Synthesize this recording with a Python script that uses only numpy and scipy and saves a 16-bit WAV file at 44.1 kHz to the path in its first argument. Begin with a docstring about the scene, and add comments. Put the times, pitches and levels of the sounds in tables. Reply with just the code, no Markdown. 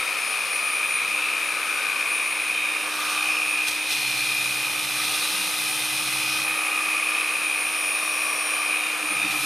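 """Wet grinder on stone in a tub

Outdoors, microphone about a metre from a water-fed angle grinder polishing a stone slab in a steel tub.
The motor hums, buzzes and whistles at multiples of its speed, and the fan blows as coloured, ringing noise.
The bevel gear sings and rattles under a tooth load that swings with the spindle and the mains.
When the pad is pressed on the wet stone, noise hisses as grit, the gear rattles less and the tub drones."""
import sys
import numpy as np
from scipy import signal
from scipy.fft import rfft, irfft, next_fast_len
from scipy.io import wavfile

SR = 44100
rng = np.random.default_rng(int(sys.argv[2]) if len(sys.argv) > 2 else 0)


def transcribe(signal):
    """Save signal, clipped to [-1, 1], as a 16-bit WAV file at the path in sys.argv[1]."""
    frames = np.atleast_2d(signal).T
    limited = np.clip(frames, -1, 1)
    pcm = np.round(limited * 32767).astype(np.int16)
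    wavfile.write(sys.argv[1], SR, pcm)


N = 416744
TIME = np.arange(N) / SR  # s
FREQ = np.maximum(np.fft.rfftfreq(N, 1 / SR), 1)  # Hz, kept above zero for the logarithms

# Levels in the tables stand before the trims in the functions.
# Event lengths run from the peak to a fall to 1/e; resonance widths are those of one of two equal stages.

# Armature speed, sagging as the tool is loaded. Each row: time in seconds, speed in turns per second.
ARMATURE_SPEED = [(0.0, 311.4), (0.76, 310.6), (1.34, 307.9), (1.44, 311.5), (1.74, 309.4), (2.28, 310.7),
                  (3.12, 306.7), (3.28, 309.5), (3.76, 306.9), (3.88, 310.5), (4.14, 304.0), (4.52, 308.8),
                  (5.02, 304.4), (5.34, 310.2), (6.06, 309.4), (6.58, 314.3), (6.78, 311.9), (7.18, 313.1),
                  (7.44, 309.1), (8.26, 310.2), (8.52, 306.8), (8.62, 309.4), (9.26, 306.9), (9.45, 301.8)]
# How strongly the gear sings; its rattle follows in part. 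Each row: time in seconds, level in dB.
GEAR_SINGING = [(0, -32), (.45, -32), (.9, -30), (1.3, -32.5), (1.53, -34), (1.7, -30.5), (2.5, -28.5),
                (2.75, -29.5), (2.9, -37), (3.12, -34.5), (3.3, -28.5), (3.8, -31.5), (4.4, -30),
                (5.5, -35.5), (6, -31.5), (7.08, -27.5), (7.5, -30), (8.5, -30.5), (8.75, -27.5),
                (8.95, -32), (9.45, -30.5)]
# Commutator whistle. Each row: time in seconds, level in dB.
BRUSH_WHISTLE = [(0, -40.5), (.5, -41.5), (.75, -34), (1.0, -44), (2.9, -40), (3.25, -36), (3.8, -41.5),
                 (5.1, -36.5), (7.3, -36), (7.55, -33.5), (8.6, -34), (9.45, -45)]
# Armature hum, louder inside the tub. Each row: time in seconds, level in dB.
ARMATURE_HUM = [(0, -56), (.9, -55), (1.2, -47.5), (2.05, -51.5), (3.1, -43.5), (4.5, -45.5), (6.4, -42),
                (7.5, -46), (8.9, -44), (9.45, -55)]
# Pad on the wet stone. Each row: time in seconds, hiss level in dB.
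PAD_CONTACT = [(0, -85), (2.7, -74), (2.92, -37.5), (3.1, -33.5), (3.45, -40.5), (3.72, -34.5), (3.85, -37),
               (3.91, -31.5), (4.4, -32.5), (4.75, -34), (5.15, -30), (5.6, -32), (6.43, -32), (6.47, -42),
               (7.3, -44.5), (8.25, -45.5), (8.7, -60), (9.28, -39), (9.45, -32.5)]
# Water flung off the pad. Each row: time in seconds, level in dB.
WATER_SPRAY = [(0, -54), (3.75, -79), (4.0, -42), (5.1, -38.5), (5.7, -36), (6.5, -41.5), (7.25, -51),
               (7.75, -42), (8.3, -42), (9.15, -48), (9.45, -34)]
# The pad judders on the stone. Each row: peak in seconds, level in dB, length in seconds.
PAD_JUDDERS = [(9.046, -38, 0.017), (9.12, -35, 0.0091), (9.2, -44, 0.013), (9.258, -33, 0.014),
               (9.355, -38, 0.03), (9.44, -38, 0.017)]
# Tub resonances. Each row: centre in Hz, width in Hz, relative level in dB.
TUB_MODES = [(66.6, 21, -19), (129, 7.5, -19), (144.2, 8.7, -5), (163, 5.1, -45), (185, 8.9, -4),
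             (214, 17, -20)]
# Spectra of the fan air, the grit and the drops. Each row: frequency in Hz, relative density in dB per Hz.
AIR_SPECTRUM = [(25, -25), (90, -27), (170, -13), (250, -12), (380, -7), (520, -1.5), (680, -5),
                (900, -0.5), (1500, 1), (2000, 0.5), (3200, -2), (4500, -6), (5250, -7.5), (6300, -9),
                (10500, -7), (14500, -17.5)]
GRIT_SPECTRUM = [(25, -45), (100, -14), (650, -9), (1600, -8.5), (2800, 1.5), (3600, 1), (4200, -0.5),
                 (4700, -1), (5400, 0), (7000, -5.5), (10000, -4), (14500, -11)]
DROP_SPECTRUM = [(1000, -20), (4500, -21), (5700, -8), (7000, 3), (9000, 6), (11300, 10), (12500, 6),
                 (14500, -4)]
# Spread between the microphones. Each row: frequency in Hz, side against mid in dB.
STEREO_WIDTH = [(25, -5), (70, 0), (150, -7), (500, -14.5), (4000, -10), (9500, -24), (11500, -10),
                (14000, -6.5)]
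# Place of the grinder. Each row: time in seconds, left minus right in dB.
GRINDER_PLACE = [(0, 3), (.8, 1.4), (1.7, 2.5), (2.7, 0), (4.2, -0.2), (5.3, 0), (6.8, -0.3), (8.3, 0.8),
                 (9.45, 0)]
# Magnetic buzz. Each row: multiple of the armature speed, level in dB.
MAGNETIC_BUZZ = [(6, -57), (9, -47.5), (10, -49), (12, -47), (13, -51), (17, -53)]
# Stone and pad resonances. Each row: centre in Hz, width in Hz, relative level in dB.
STONE_MODES = [(3460, 290, -4), (3600, 290, -0.5), (3940, 260, 2), (4196, 90, 3)]
# Air in the tub, rung by the grit. Each row: centre in Hz, width in Hz, relative level in dB.
CAVITY_MODES = [(537, 20, -3.5), (789, 52, 5.5), (872, 97, 6.5), (1263, 38, -30), (1529, 39, 10),
                (2040, 72, 12)]
# Lower and upper gear case resonances. Each row: centre in Hz, width in Hz, relative level in dB.
LOW_CASE_MODES = [(2249, 107, -2.5), (2361, 168, 2.5)]
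HIGH_CASE_MODES = [(2574, 195, 2.5), (2768, 170, -13.5)]
# Left-right balance of the hiss, by frequency. Each row: frequency in Hz, left minus right in dB.
HISS_BALANCE = [(2500, -0.5), (4000, 2.7), (9000, -2), (12500, 1.5)]
# The rim of the pad catches the stone. Each row: peak in seconds, level in dB, length in seconds.
RIM_SCRAPES = [(3.685, -29.5, 0.014), (3.717, -42, 0.005), (3.92, -34.5, 0.02), (9.315, -39, 0.015)]
# How far the tool is inside the tub, as it moves in and out.
# Each row: time in seconds, share inside from 0 to 1.
SHARE_INSIDE = [(0, 0.4), (2.0, 0), (3.0, 0.6), (6.0, 1), (7.0, 0.63), (9.45, 0.94)]
# Hollow ring of the tub around the fan. Each row: centre in Hz, width in Hz, relative level in dB.
HOLLOW_MODES = [(546, 86, -6), (744, 132, 3)]
# Resonance of the air vent. Each row: time in seconds, centre in Hz, level in dB.
VENT_RING = [(0, 1270, -35), (.4, 1210, -36.5), (1.7, 1260, -35.5), (1.95, 1150, -34.5),
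             (2.55, 1220, -40.5), (3.1, 1195, -31), (3.9, 1260, -44.5), (5.1, 1235, -36.5),
             (5.8, 1255, -41), (6.9, 1210, -32), (7.55, 1180, -37.5), (8.55, 1165, -34.5),
             (8.85, 1220, -36.5), (9.45, 1275, -35.5)]
# The pad lies flat and sets the tub droning. Each row: start in seconds, end in seconds, level in dB.
TUB_DRONES = [(4.004, 5.15, -52.5), (5.543, 6.535, -52.5), (9.145, 9.6, -49.5)]
# The gear chatters harder for a moment. Each row: peak in seconds, level in dB, length in seconds.
GEAR_CHATTERS = [(1.26, -34, 0.097), (3.4, -35, 0.23), (3.62, -39, 0.036), (7.2, -39, 0.29),
                 (8.76, -37, 0.029), (9.23, -36, .06)]
# Tones of the shaken tub. Each row: multiple of the spindle rate, multiple of the mains ripple, level in dB.
TUB_TONES = [(2, 0, -3.5), (-1, 2, -8), (1, 1, -17), (3, 0, -15), (0, 2, -10.5), (4, 0, -22.5)]
# Brief swells of noise in one band: stone rasp, tub drone, air rush.
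# Each row: peak in seconds, level in dB, length in seconds, centre in Hz, width in Hz.
NOISE_SWELLS = [(0.35, -44, 0.45, 4500, 1700), (1.82, -39.5, 0.31, 1508, 90), (3.118, -40, 0.26, 1500, 230),
                (3.2, -43, 0.15, 781, 170), (4.1, -38, 0.2, 4230, 78), (5.2, -39.5, 0.32, 3920, 260),
                (5.453, -51, 0.16, 190, 15), (6.3, -39, .13, 5210, 1100), (6.6, -44.5, 0.18, 786, 90),
                (8.2, -47.5, 0.54, 630, 110), (8.25, -43.5, 0.5, 5600, 350), (9.25, -45, .25, 795, 130),
                (9.25, -53, .2, 205, 12)]
# Microphone colour. Each row: frequency in Hz, gain in dB.
MICROPHONE_COLOUR = [(6600, 1), (7550, -4), (8500, 3.5), (9200, 4.5), (9600, 4), (10200, 0.5)]

PINION_TEETH, CROWN_TEETH = 8, 39
CROWN_LOBES = 4  # per spindle turn
WHISTLE_ORDER = 31  # whistle cycles per armature turn
MAINS_HZ = 50
CUTOFF_HZ = 14600
GEAR_USUAL_DB = -30
# the two rattles of the gear case: level at usual singing (dB), share of the singing's swing in dB
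LOW_RATTLE_DB, LOW_RATTLE_FOLLOWS = -33, 0.12
HIGH_RATTLE_DB, HIGH_RATTLE_FOLLOWS = -37.5, 0.11
# a faster mesh drives the lower resonance harder and the upper one less (dB per turn per s)
LOW_RISE_DB, HIGH_FALL_DB = 0.47, 0.24
CLAMP_DB = 10.5  # firm pressure holds the teeth together: loss of low rattle at firmness 1
RUSH_DB, RUSH_FOLLOWS = -41.5, 0.16  # cooling air before trim; share of the vent's swing in dB
FIRM_DB = -31.5  # pad contact level that counts as firm pressure
DRONE_EDGE_S = 0.082
TREMBLE_DB, IDLE_DB = -60, -70  # the tub trembles with the pressure and with the idling tool
NOTCH_HZ, NOTCH_WIDTH_HZ, NOTCH_DEPTH = 673, 73, 0.69  # depth: share of amplitude lost at firmness 1
FADING_HZ = 5  # rate at which a weak whistle fades


def from_db(db):
    """Decibels to gain."""
    return 10 ** (np.asarray(db) / 20)


def rms_one(x):
    """Scale to unit power."""
    return x / np.sqrt(np.mean(x ** 2) + 1e-20)


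def in_time(rows):
    """Each column of a curve at every sample."""
    s, *columns = np.transpose(rows)
    return [np.interp(TIME, s, column) for column in columns]


def colour(points):
    """Gain of a spectrum at every frequency, drawn straight over log frequency."""
    hz, db = np.transpose(points)
    return from_db(np.interp(np.log(FREQ), np.log(hz), db))


def drift(rate_hz):
    """Smooth chance with spread 1: low-passed noise."""
    size = next_fast_len(N, True)
    hz = np.fft.rfftfreq(size, 1 / SR)
    smooth = rfft(rng.standard_normal(size)) / (1 + (hz / rate_hz) ** 2) ** 2
    return rms_one(irfft(smooth, size)[:N])


def stereo_noise(spectrum):
    """Coloured noise from a shared mid and a side that sets the spread between the channels."""
    mid, side = rfft(rng.standard_normal((2, N))) * colour(spectrum)
    sign = np.array([[1], [-1]])
    channels = mid + sign * side * colour(STEREO_WIDTH)
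    return rms_one(irfft(channels * colour(HISS_BALANCE) ** (sign / 2), N))


def resonate(x, modes):
    """Parallel resonances, each of two stages so that the skirts are steep."""
    response = 0
    for hz, width, db in modes:
        detuning = (FREQ ** 2 - hz ** 2) / (FREQ * width)
        response = response + from_db(db) / (1 + 1j * detuning) ** 2
    return rms_one(irfft(rfft(x) * response, N))


def wandering_ring(hz, width_hz):
    """Noise in one narrow resonance whose centre may move."""
    angle = 2 * np.pi * np.cumsum(hz) / SR
    return rms_one(drift(width_hz) * np.cos(angle) + drift(width_hz) * np.sin(angle))


def swells(rows):
    """A bell-shaped rise and fall in gain for each event."""
    return sum(from_db(db) * np.exp(-((TIME - s) / length) ** 2) for s, db, length in rows)


def firmness():
    """How firmly the pad is pressed on the stone, 0-1."""
    return np.tanh(from_db(in_time(PAD_CONTACT)[0] - FIRM_DB))


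def tooth_load(spindle, mains, preload=0.31, runout=0.81, ripple=0.61, coupling=0.2, rough=0.19):
    """Spindle turns and mains half waves swing the tooth force and scale each other; at low force teeth part."""
    turn, pulse = np.cos(spindle), np.cos(mains)
    force = preload + runout * turn + ripple * pulse + coupling * turn * pulse + rough * drift(140)
    return rms_one(1 + np.tanh(force))


def rattle(load, modes, evenness=0.26, burstiness=0.85):
    """Case resonances with evened-out strength, so that the tooth load shapes each burst."""
    ringing = resonate(rng.standard_normal(N), modes)
    strength = np.abs(signal.hilbert(ringing, next_fast_len(N))[:N])
    even_ringing = ringing / np.sqrt(strength ** 2 + evenness ** 2)
    return rms_one(load ** burstiness * even_ringing)


def gear(rotor, spindle, mains, swing=0.62, chirp=0.7, lobes=0.1, rocking=0.24, jitter=0.24,
         tone_db=-0.48, waver_db=1.0, rattle_waver_db=0.5):
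    """The meshing teeth sing, and their rattle rings the gear case in bursts."""
    mesh_db, = in_time(GEAR_SINGING)
    speed, = in_time(ARMATURE_SPEED)
    effort_db = mesh_db - GEAR_USUAL_DB
    overspeed = speed - speed.mean()
    load = tooth_load(spindle, mains)
    # the off-centre crown wheel shifts and rocks the teeth
    runout = -swing * np.sin(spindle) + rocking * np.cos(spindle) + lobes * np.sin(CROWN_LOBES * spindle)
    # flexing under load makes each burst fall in pitch
    lag = runout + chirp * load + jitter * drift(60)
    tone_level = from_db(mesh_db + tone_db + waver_db * drift(2.6))
    tone = tone_level * rms_one(load * np.sin(PINION_TEETH * rotor + lag))
    low_db = LOW_RATTLE_DB + LOW_RATTLE_FOLLOWS * effort_db + LOW_RISE_DB * overspeed - CLAMP_DB * firmness()
    high_db = HIGH_RATTLE_DB + HIGH_RATTLE_FOLLOWS * effort_db - HIGH_FALL_DB * overspeed
    low = from_db(low_db + rattle_waver_db * drift(5.5)) * rattle(load, LOW_CASE_MODES)
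    high_level = from_db(high_db + rattle_waver_db * drift(6)) + swells(GEAR_CHATTERS)
    return tone + low + high_level * rattle(load, HIGH_CASE_MODES)


def motor(rotor, mains, hum_db=-4.5, whistle_db=-2.5, flutter=0.34, waver=0.1, flicker_db=1.5,
          fading_db=4.5, steady_db=-32):
    """Unbalance hums at armature speed; the brushes whistle, fluttering with the mains."""
    hum = from_db(in_time(ARMATURE_HUM)[0] + hum_db) * rms_one(np.sin(rotor))
    whistle = np.sin(WHISTLE_ORDER * rotor + flutter * np.sin(mains) + waver * drift(90))
    # pressing on the stone damps the whistle
    damping = 1 / (1 + from_db(in_time(PAD_CONTACT)[0] + 26.5))
    # a weak whistle fades in and out, a strong one holds
    strength_db, = in_time(BRUSH_WHISTLE)
    weakness = np.clip(1 - from_db(strength_db - steady_db), 0, 1)
    level = from_db(strength_db + whistle_db + fading_db * weakness * drift(FADING_HZ)) * damping
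    return hum + level * rms_one(whistle * from_db(flicker_db * drift(19)))


def buzz(rotor, mains, depth=0.51, swing=0.31, waver_db=4.0):
    """Magnetic pull on the armature slots swells and eases with every mains half wave."""
    lag = -swing * np.sin(mains)
    slots = 0
    for order, db in MAGNETIC_BUZZ:
        level = from_db(db + waver_db * drift(7.3))
        slots = slots + level * np.sin(round(order) * rotor + lag + rng.uniform(0, 2 * np.pi))
    return np.sqrt(2) * slots * rms_one(1 + depth * np.cos(mains))


def tub(rotor, spindle, mains, rumble_db=-9, unsteady_db=2.5, wander=0.5):
    """The uneven pad and pulsing torque shake the tub; in brief judders the pad passes on the motor's hum."""
    tones = 0
    for turns, ripples, db in TUB_TONES:
        level = from_db(db + unsteady_db * drift(2.2))
        phase = round(turns) * spindle + round(ripples) * mains + wander * drift(7.3)
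        tones = tones + np.sqrt(2) * level * np.sin(phase)
    rumble = from_db(rumble_db) * resonate(rng.standard_normal(N), TUB_MODES)
    drone = 0
    for start, end, db in TUB_DRONES:
        rise = np.tanh((TIME - start) / DRONE_EDGE_S)
        fall = np.tanh((TIME - end) / DRONE_EDGE_S)
        drone = drone + from_db(db) * (rise - fall) / 2
    outside = 1 - in_time(SHARE_INSIDE)[0]
    tremble = from_db(TREMBLE_DB) * firmness() ** 2 + from_db(IDLE_DB) * outside
    return np.hypot(drone, tremble) * (tones + rumble) + swells(PAD_JUDDERS) * np.sin(rotor)


def steel_walls(x, wall_db=-19):
    """A few short reflections from the sides, opposite in the two channels, widen the sound."""
    lags = (rng.uniform(0.001436, 0.0059, 4) * SR).astype(int)
    echoes = sum(np.pad(x, (lag, 0))[:N] for lag in lags) / 2
    return x + from_db(wall_db) * echoes * np.array([[1], [-1]])


def moving_echoes(x, echo=0.069, sway_s=0.00005):
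    """Echoes off the near tub walls comb the rush; their paths change as the hands sway."""
    out = x
    for delay_s in (0.0017, 0.0029, 0.0041, 0.0066):
        heard = TIME - delay_s - sway_s * drift(0.53)
        out = out + echo * np.array([np.interp(heard, TIME, channel) for channel in x])
    return out / np.sqrt(1 + 4 * echo ** 2)


def fan(load, rush_db=9.0, vent_db=-3.0, vent_width_hz=85, skirt_width_hz=190, skirt_db=-1, throb=0.15,
        shading_db=6, hollow_db=-5, covered_db=3):
    """Air rushes through the housing and rings the tub; the vent resonance shifts as the tool is moved."""
    ring_hz, ring_db = in_time(VENT_RING)
    air_db = RUSH_DB + RUSH_FOLLOWS * (ring_db - ring_db.mean())
    # rush and hollow ring are softer while the pad lies flat on the stone
    flat = firmness() ** 2
    rush_level = from_db(air_db + rush_db - shading_db * flat)
    rush = rush_level * stereo_noise(AIR_SPECTRUM) * rms_one(1 + throb * load)
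    # the vent has a narrow core on a broad skirt
    core = wandering_ring(ring_hz, vent_width_hz)
    skirt = from_db(skirt_db) * wandering_ring(ring_hz, skirt_width_hz)
    vent = from_db(ring_db + vent_db) * rms_one(core + skirt)
    hollow_level = from_db(air_db + hollow_db - covered_db * flat) * in_time(SHARE_INSIDE)[0]
    hollow = hollow_level * resonate(rng.standard_normal(N), HOLLOW_MODES)
    return moving_echoes(rush) + vent + hollow


def band_swells():
    """Brief swells of noise, each in one resonant band: stone rasp, tub drone, air rush."""
    out = 0
    for s, db, length, hz, width in NOISE_SWELLS:
        out = out + swells([(s, db, length)]) * wandering_ring(np.full(N, hz), width)
    return out


def grinding(spindle, wobble=0.033, grain_db=1.45, grit_db=0.64, spray_db=0.0, stone_db=-5, cavity_db=-12):
    """Grit scrapes a little harder once a turn and rings stone and tub; spray fizzes off the rim of the pad."""
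    contact = from_db(in_time(PAD_CONTACT)[0] + grit_db) + swells(RIM_SCRAPES)
    pressure = (1 + wobble * np.cos(spindle)) * from_db(grain_db * drift(560))
    # the stone rings out only under firm pressure
    stone = from_db(stone_db) * firmness() * resonate(rng.standard_normal(N), STONE_MODES)
    cavity = from_db(cavity_db) * resonate(rng.standard_normal(N), CAVITY_MODES)
    grit = contact * pressure * (stereo_noise(GRIT_SPECTRUM) + stone + cavity)
    spray = from_db(in_time(WATER_SPRAY)[0] + spray_db) * stereo_noise(DROP_SPECTRUM)
    return grit + spray


def tub_notch(x):
    """With the tool flat on the stone, an echo in the tub cancels part of one band."""
    detuning = (FREQ ** 2 - NOTCH_HZ ** 2) / (FREQ * NOTCH_WIDTH_HZ)
    band = irfft(rfft(x) / (1 + 1j * detuning), N)
    return x - NOTCH_DEPTH * firmness() * band


def scene(hunt_hz=0.392, buzz_outside_db=-4):
    """One armature drives every part of the machine."""
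    turns_per_s = in_time(ARMATURE_SPEED)[0] + hunt_hz * drift(17.8)
    rotor = 2 * np.pi * np.cumsum(turns_per_s) / SR
    spindle = rotor * PINION_TEETH / CROWN_TEETH
    mains = 2 * np.pi * 2 * MAINS_HZ * TIME  # two half waves per mains cycle
    outside = 1 - in_time(SHARE_INSIDE)[0]
    buzzing = from_db(buzz_outside_db * outside) * buzz(rotor, mains)
    tonal = gear(rotor, spindle, mains) + motor(rotor, mains) + buzzing + tub(rotor, spindle, mains)
    noisy = fan(tooth_load(spindle, mains)) + grinding(spindle) + band_swells()
    sound = steel_walls(tonal) + tub_notch(noisy)
    return sound * from_db(in_time(GRINDER_PLACE)[0] * np.array([[0.5], [-0.5]]))


def record(dry):
    """The microphone port notches the treble; the top is cut steeply."""
    low_pass = 1 / np.sqrt(1 + (FREQ / CUTOFF_HZ) ** 900)
    return irfft(rfft(dry) * colour(MICROPHONE_COLOUR) * low_pass, N)


dry = scene()
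out = record(dry)
transcribe(out)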